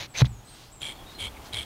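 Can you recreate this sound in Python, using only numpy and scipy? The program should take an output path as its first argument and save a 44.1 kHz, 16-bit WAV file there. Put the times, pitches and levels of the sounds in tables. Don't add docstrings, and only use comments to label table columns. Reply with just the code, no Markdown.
import sys
import numpy as np
from scipy import signal
from scipy.fft import rfft, irfft
from scipy.io import wavfile

SR = 44100
rng = np.random.default_rng(int(sys.argv[2]) if len(sys.argv) > 2 else 0)


def dump_mix(stems):
    frames = np.atleast_2d(stems).T
    limited = np.clip(frames, -1, 1)
    pcm = np.round(limited * 32767).astype(np.int16)
    wavfile.write(sys.argv[1], SR, pcm)


N = 72765
T = np.arange(N) / SR


def amp(db):
    return 10 ** (np.asarray(db) / 20)


def unit(x):
    return x / np.sqrt(np.mean(x ** 2) + 1e-20)


def drift(rate_hz):
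    lowpass = 1 / (1 + (np.fft.rfftfreq(N, 1 / SR) / rate_hz) ** 4)
    return unit(irfft(rfft(rng.standard_normal(N)) * lowpass, N))


def colour(x, spectrum):
    hz, db = np.transpose(spectrum)
    bins_hz = abs(np.fft.fftfreq(4096, 1 / SR))
    log_gain = np.log(amp(np.interp(np.log(bins_hz + 1), np.log(hz), db)))
    taps = np.fft.ifft(np.exp(np.conj(signal.hilbert(log_gain)))).real[:2048]
    return signal.fftconvolve(x, taps / np.linalg.norm(taps))[:N]


def ring(x, hz, width_hz):
    carrier = np.exp(2j * np.pi * np.cumsum(hz * np.ones(N)) / SR)
    pole = np.exp(-np.pi * width_hz / SR)
    envelope = signal.lfilter([1], [1, -pole], x / carrier + 1e-18)
    return np.sqrt(2 * (1 - pole ** 2)) * (carrier * envelope).imag


def grains(per_s, spread_db=0):
    size = amp(spread_db * np.minimum(rng.exponential(1, N), 4))
    return unit(size * rng.choice([-1, 1], N) * (rng.random(N) < per_s / SR))


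def gate(start, length, rise_s, fall_s):
    return np.clip((T - start) / rise_s, 0, 1) * np.exp(-np.maximum(T - start - length, 0) / fall_s)


def swell(middle, length):
    return np.exp(-(2 * (T - middle) / length) ** 2)


def snap(start, decay_s):
    return (T >= start) * np.exp(-abs(T - start) / decay_s)


def puff(start, peak_s):
    u = np.maximum(T - start, 0) / peak_s
    return u * np.exp(1 - u)


def struck(start, hz, t60_s, rise_s):
    t = np.maximum(T - start, 0)
    return np.minimum(t / rise_s, 1) * np.exp(-np.log(1000) * t / t60_s) * np.sin(2 * np.pi * hz * t)


# freq_hz, gain_db
AIR_SPECTRUM = [(15, -28), (25, 6), (75, 0), (126, -5.5), (359, -7), (469, -10), (582, -9.5), (826, -7),
                (1750, -18), (3340, -18.5), (4620, -23.5), (15500, -29)]
# time_s, level_db
AIR_LEVEL = [(0, -52.5), (.4, -52), (.79, -53), (.82, -47.5), (1.65, -45)]


def air():
    drone = amp(-57.5) * ring(rng.standard_normal(N), hz=124.3, width_hz=17)
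    wash = colour(rng.standard_normal(N), AIR_SPECTRUM)
    level_db = np.interp(T, *np.transpose(AIR_LEVEL)) - .25 * drift(rate_hz=50)
    return drone + wash * amp(level_db)


# start_s, length_s, first_hz, middle_hz, last_hz, level_db
BIRD_NOTES = [(0.078, 0.027, 7800, 8440, 7800, -61.5), (0.097, 0.04, 7660, 7900, 7400, -57.5),
              (0.266, 0.034, 7970, 8020, 7400, -60.5), (0.289, 0.035, 7440, 7880, 6800, -57.5),
              (0.321, 0.098, 7000, 6640, 6670, -60), (0.445, 0.038, 8750, 8020, 8350, -57),
              (0.471, 0.075, 8060, 8560, 7970, -54), (0.47, 0.034, 4040, 4130, 5030, -56.5),
              (0.712, 0.08, 7520, 7660, 7300, -54.5), (0.724, 0.024, 8120, 8500, 7800, -54),
              (0.798, 0.03, 6850, 7280, 7400, -49.5), (0.831, 0.042, 7250, 7500, 6840, -50),
              (0.935, 0.038, 4200, 4380, 4100, -61), (0.95, .073, 3670, 3370, 3300, -56.5),
              (1.058, 0.053, 3736, 3740, 3795, -48), (1.145, 0.03, 4140, 4200, 4130, -47.5)]


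def birds(edge_s=.006, waver=.013, flutter_db=3, echo_t60_s=.4, echo_db=-3):
    song = np.zeros(N)
    for start, length, first, middle, last, db in BIRD_NOTES:
        t = T - start
        u = np.clip(2 * t / length - 1, -1, 1)
        hz = middle + (last - first) / 2 * u + ((first + last) / 2 - middle) * u ** 2
        hz *= 1 + waver * drift(rate_hz=390)
        envelope = np.clip(np.minimum(t, length - t) / edge_s, 0, 1)
        song += amp(db) * envelope * np.sin(2 * np.pi * np.cumsum(hz) / SR)
    song *= amp(flutter_db * drift(rate_hz=320))
    tail = rng.standard_normal(N) * np.exp(-np.log(1000) * T / echo_t60_s)
    return song + amp(echo_db) * signal.fftconvolve(song, tail / np.linalg.norm(tail))[:N]


# middle_s, length_s, level_db
FINGER_RUBS = [(0.588, 0.24, -52.5), (1.124, 0.068, -53.5), (1.464, 0.049, -49.5)]
# freq_hz, gain_db
SKIN_SPECTRUM = [(200, -38), (1200, 10), (2200, 7), (4000, 13.5), (6500, 6), (9000, -1), (15000, -7)]
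# start_s, level_db, pitch_hz
LIGHTER_BUMPS = [(.82, -49, 120.7), (1.211, -35, 90), (1.259, -33.5, 59.6), (1.374, -39, 64),
                 (1.534, -34.5, 107.2), (1.58, -34.5, 73)]


def handling():
    pressure = sum(amp(db) * swell(middle, length) for middle, length, db in FINGER_RUBS)
    bumps = sum(amp(db) * struck(start, hz, t60_s=.27, rise_s=.0084) for start, db, hz in LIGHTER_BUMPS)
    return colour(pressure * grains(per_s=11000, spread_db=1.5), SKIN_SPECTRUM) + bumps


def teeth(start, length, db, sag_db, teeth_per_s, rise_s, jitter=.24, spread_db=.7, drag=.29):
    gaps, sizes = rng.standard_normal((2, 40))
    times = start + (np.cumsum(np.maximum(1 + jitter * gaps, .5)) - 1) / teeth_per_s
    train = drag + sum(amp(spread_db * size) * puff(at, peak_s=.001) for at, size in zip(times, sizes))
    train /= np.sqrt(np.mean(train[(T > start) & (T < start + length)] ** 2))
    progress = np.clip((T - start) / length, 0, 1)
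    return train * gate(start, length, rise_s, fall_s=.011) * amp(db + sag_db * progress ** 2)


# start_s, length_s, level_db, sag_db, teeth_per_s, rise_s
WHEEL_TURNS = [(0.804, 0.12, -33, -4.5, 151, 0.021), (1.177, 0.091, -31, -1, 171, 0.031),
               (1.519, 0.11, -29.5, -5.5, 160, 0.036)]
# start_s, peak_db
FLINT_BITES = [(0.8169, -34), (1.533, -31.5), (1.543, -30.5)]
# pitch_hz, width_hz, gain_db
WHEEL_MODES = [(2283, 108, -12), (3212, 98, -4.5), (3353, 170, -9), (4150, 160, -20), (8070, 140, -22),
               (9280, 340, -21.5)]
# freq_hz, gain_db
FLINT_SPECTRUM = [(100, 13.5), (900, 11), (1600, -13), (3000, -3), (4900, 1), (10000, 9), (15000, -16)]


def spark_wheel(grit_per_s=20000, wander=.011, rasp_db=-15.5, cutoff_hz=14000):
    force = sum(teeth(*turn) for turn in WHEEL_TURNS)
    bite = sum(amp(db) * puff(start, peak_s=.0009) for start, db in FLINT_BITES)
    shift = 1 + wander * drift(rate_hz=50)
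    rings = sum(amp(db) * ring(force * grains(grit_per_s), hz * shift, width)
                for hz, width, db in WHEEL_MODES)
    rings += ring(bite * grains(grit_per_s), hz=3850, width_hz=500)
    rasp = amp(rasp_db) * colour((force + bite) * grains(grit_per_s), FLINT_SPECTRUM)
    return signal.sosfilt(signal.butter(8, cutoff_hz, fs=SR, output="sos"), rings + rasp)


# start_s, level_db, rise_s
HAND_THUMPS = [(0.2164, -0.8, 0.0072), (0.259, -18.5, 0.0078), (0.315, -34.5, .004)]
# pitch_hz, gain_db, t60_s
STUMP_MODES = [(40.6, -38, 1), (61.6, -18.5, 0.31), (112.5, -27.5, 0.47), (125.9, -1.5, 0.13),
               (199.7, -34, 0.43), (282, -22.5, 0.089)]


def stump_thump():
    return sum(amp(db + mode_db) * struck(start, hz, t60_s, rise_s)
               for start, db, rise_s in HAND_THUMPS for hz, mode_db, t60_s in STUMP_MODES)


# start_s, peak_db
BLADE_KNOCKS = [(.2052, -21), (.2088, -22), (.2182, -14.5), (.246, -31.5)]
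# freq_hz, gain_db
KNOCK_SPECTRUM = [(100, -11), (400, 7.5), (950, 6.5), (1500, -2.5), (2100, 0.5), (4200, -9.5), (7000, -42),
                  (15000, -57)]


def blade_knocks():
    force = sum(amp(db) * snap(start, decay_s=.0022) for start, db in BLADE_KNOCKS)
    return colour(force * rng.choice([-1, 1], N), KNOCK_SPECTRUM)


# start_s, length_s, first_db, last_db
BLADE_STROKES = [(-.005, 0.069, -32.5, -44.5), (0.137, 0.081, -45, -27.5), (0.237, 0.033, -49, -45)]
# freq_hz, gain_db
PLASTIC_SPECTRUM = [(60, -7), (125, 6), (220, -13.5), (700, -4.5), (1400, -10), (2200, -1), (2800, -5.5),
                    (4000, -1.5), (4800, -8), (6200, -8.5), (6900, -14), (7700, -26.5), (10500, -26),
                    (12200, -21.5), (13500, -39), (15500, -29)]
# middle_s, length_s, pitch_hz, level_db
PLASTIC_SQUEAKS = [(0.161, 0.026, 2330, -35), (0.187, 0.04, 6170, -35.5), (0.196, 0.039, 4010, -31),
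                   (0.257, 0.0088, 3760, -33.5), (1.371, 0.015, 2230, -48.5)]


def blade_scrape(slips_per_s=4500, spread_db=1.4, catch_db=1.5):
    force = np.zeros(N)
    for start, length, first_db, last_db in BLADE_STROKES:
        pressure = amp(np.interp(T, [start, start + length], [first_db, last_db]))
        force += pressure * gate(start, length, rise_s=.0099, fall_s=.003)
    force *= amp(catch_db * drift(rate_hz=220))
    squeaks = sum(amp(db) * ring(swell(middle, length) * grains(slips_per_s, spread_db), hz, width_hz=280)
                  for middle, length, hz, db in PLASTIC_SQUEAKS)
    return colour(force * grains(slips_per_s, spread_db), PLASTIC_SPECTRUM) + squeaks


def scene():
    mix = blade_scrape() + blade_knocks() + stump_thump() + spark_wheel() + handling() + birds() + air()
    return mix[None]


def record(dry):
    taps = signal.firwin(511, 15800, window=("kaiser", 9), fs=SR)
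    return signal.oaconvolve(dry, taps[None], "same")


dry = scene()
out = record(dry)
dump_mix(out)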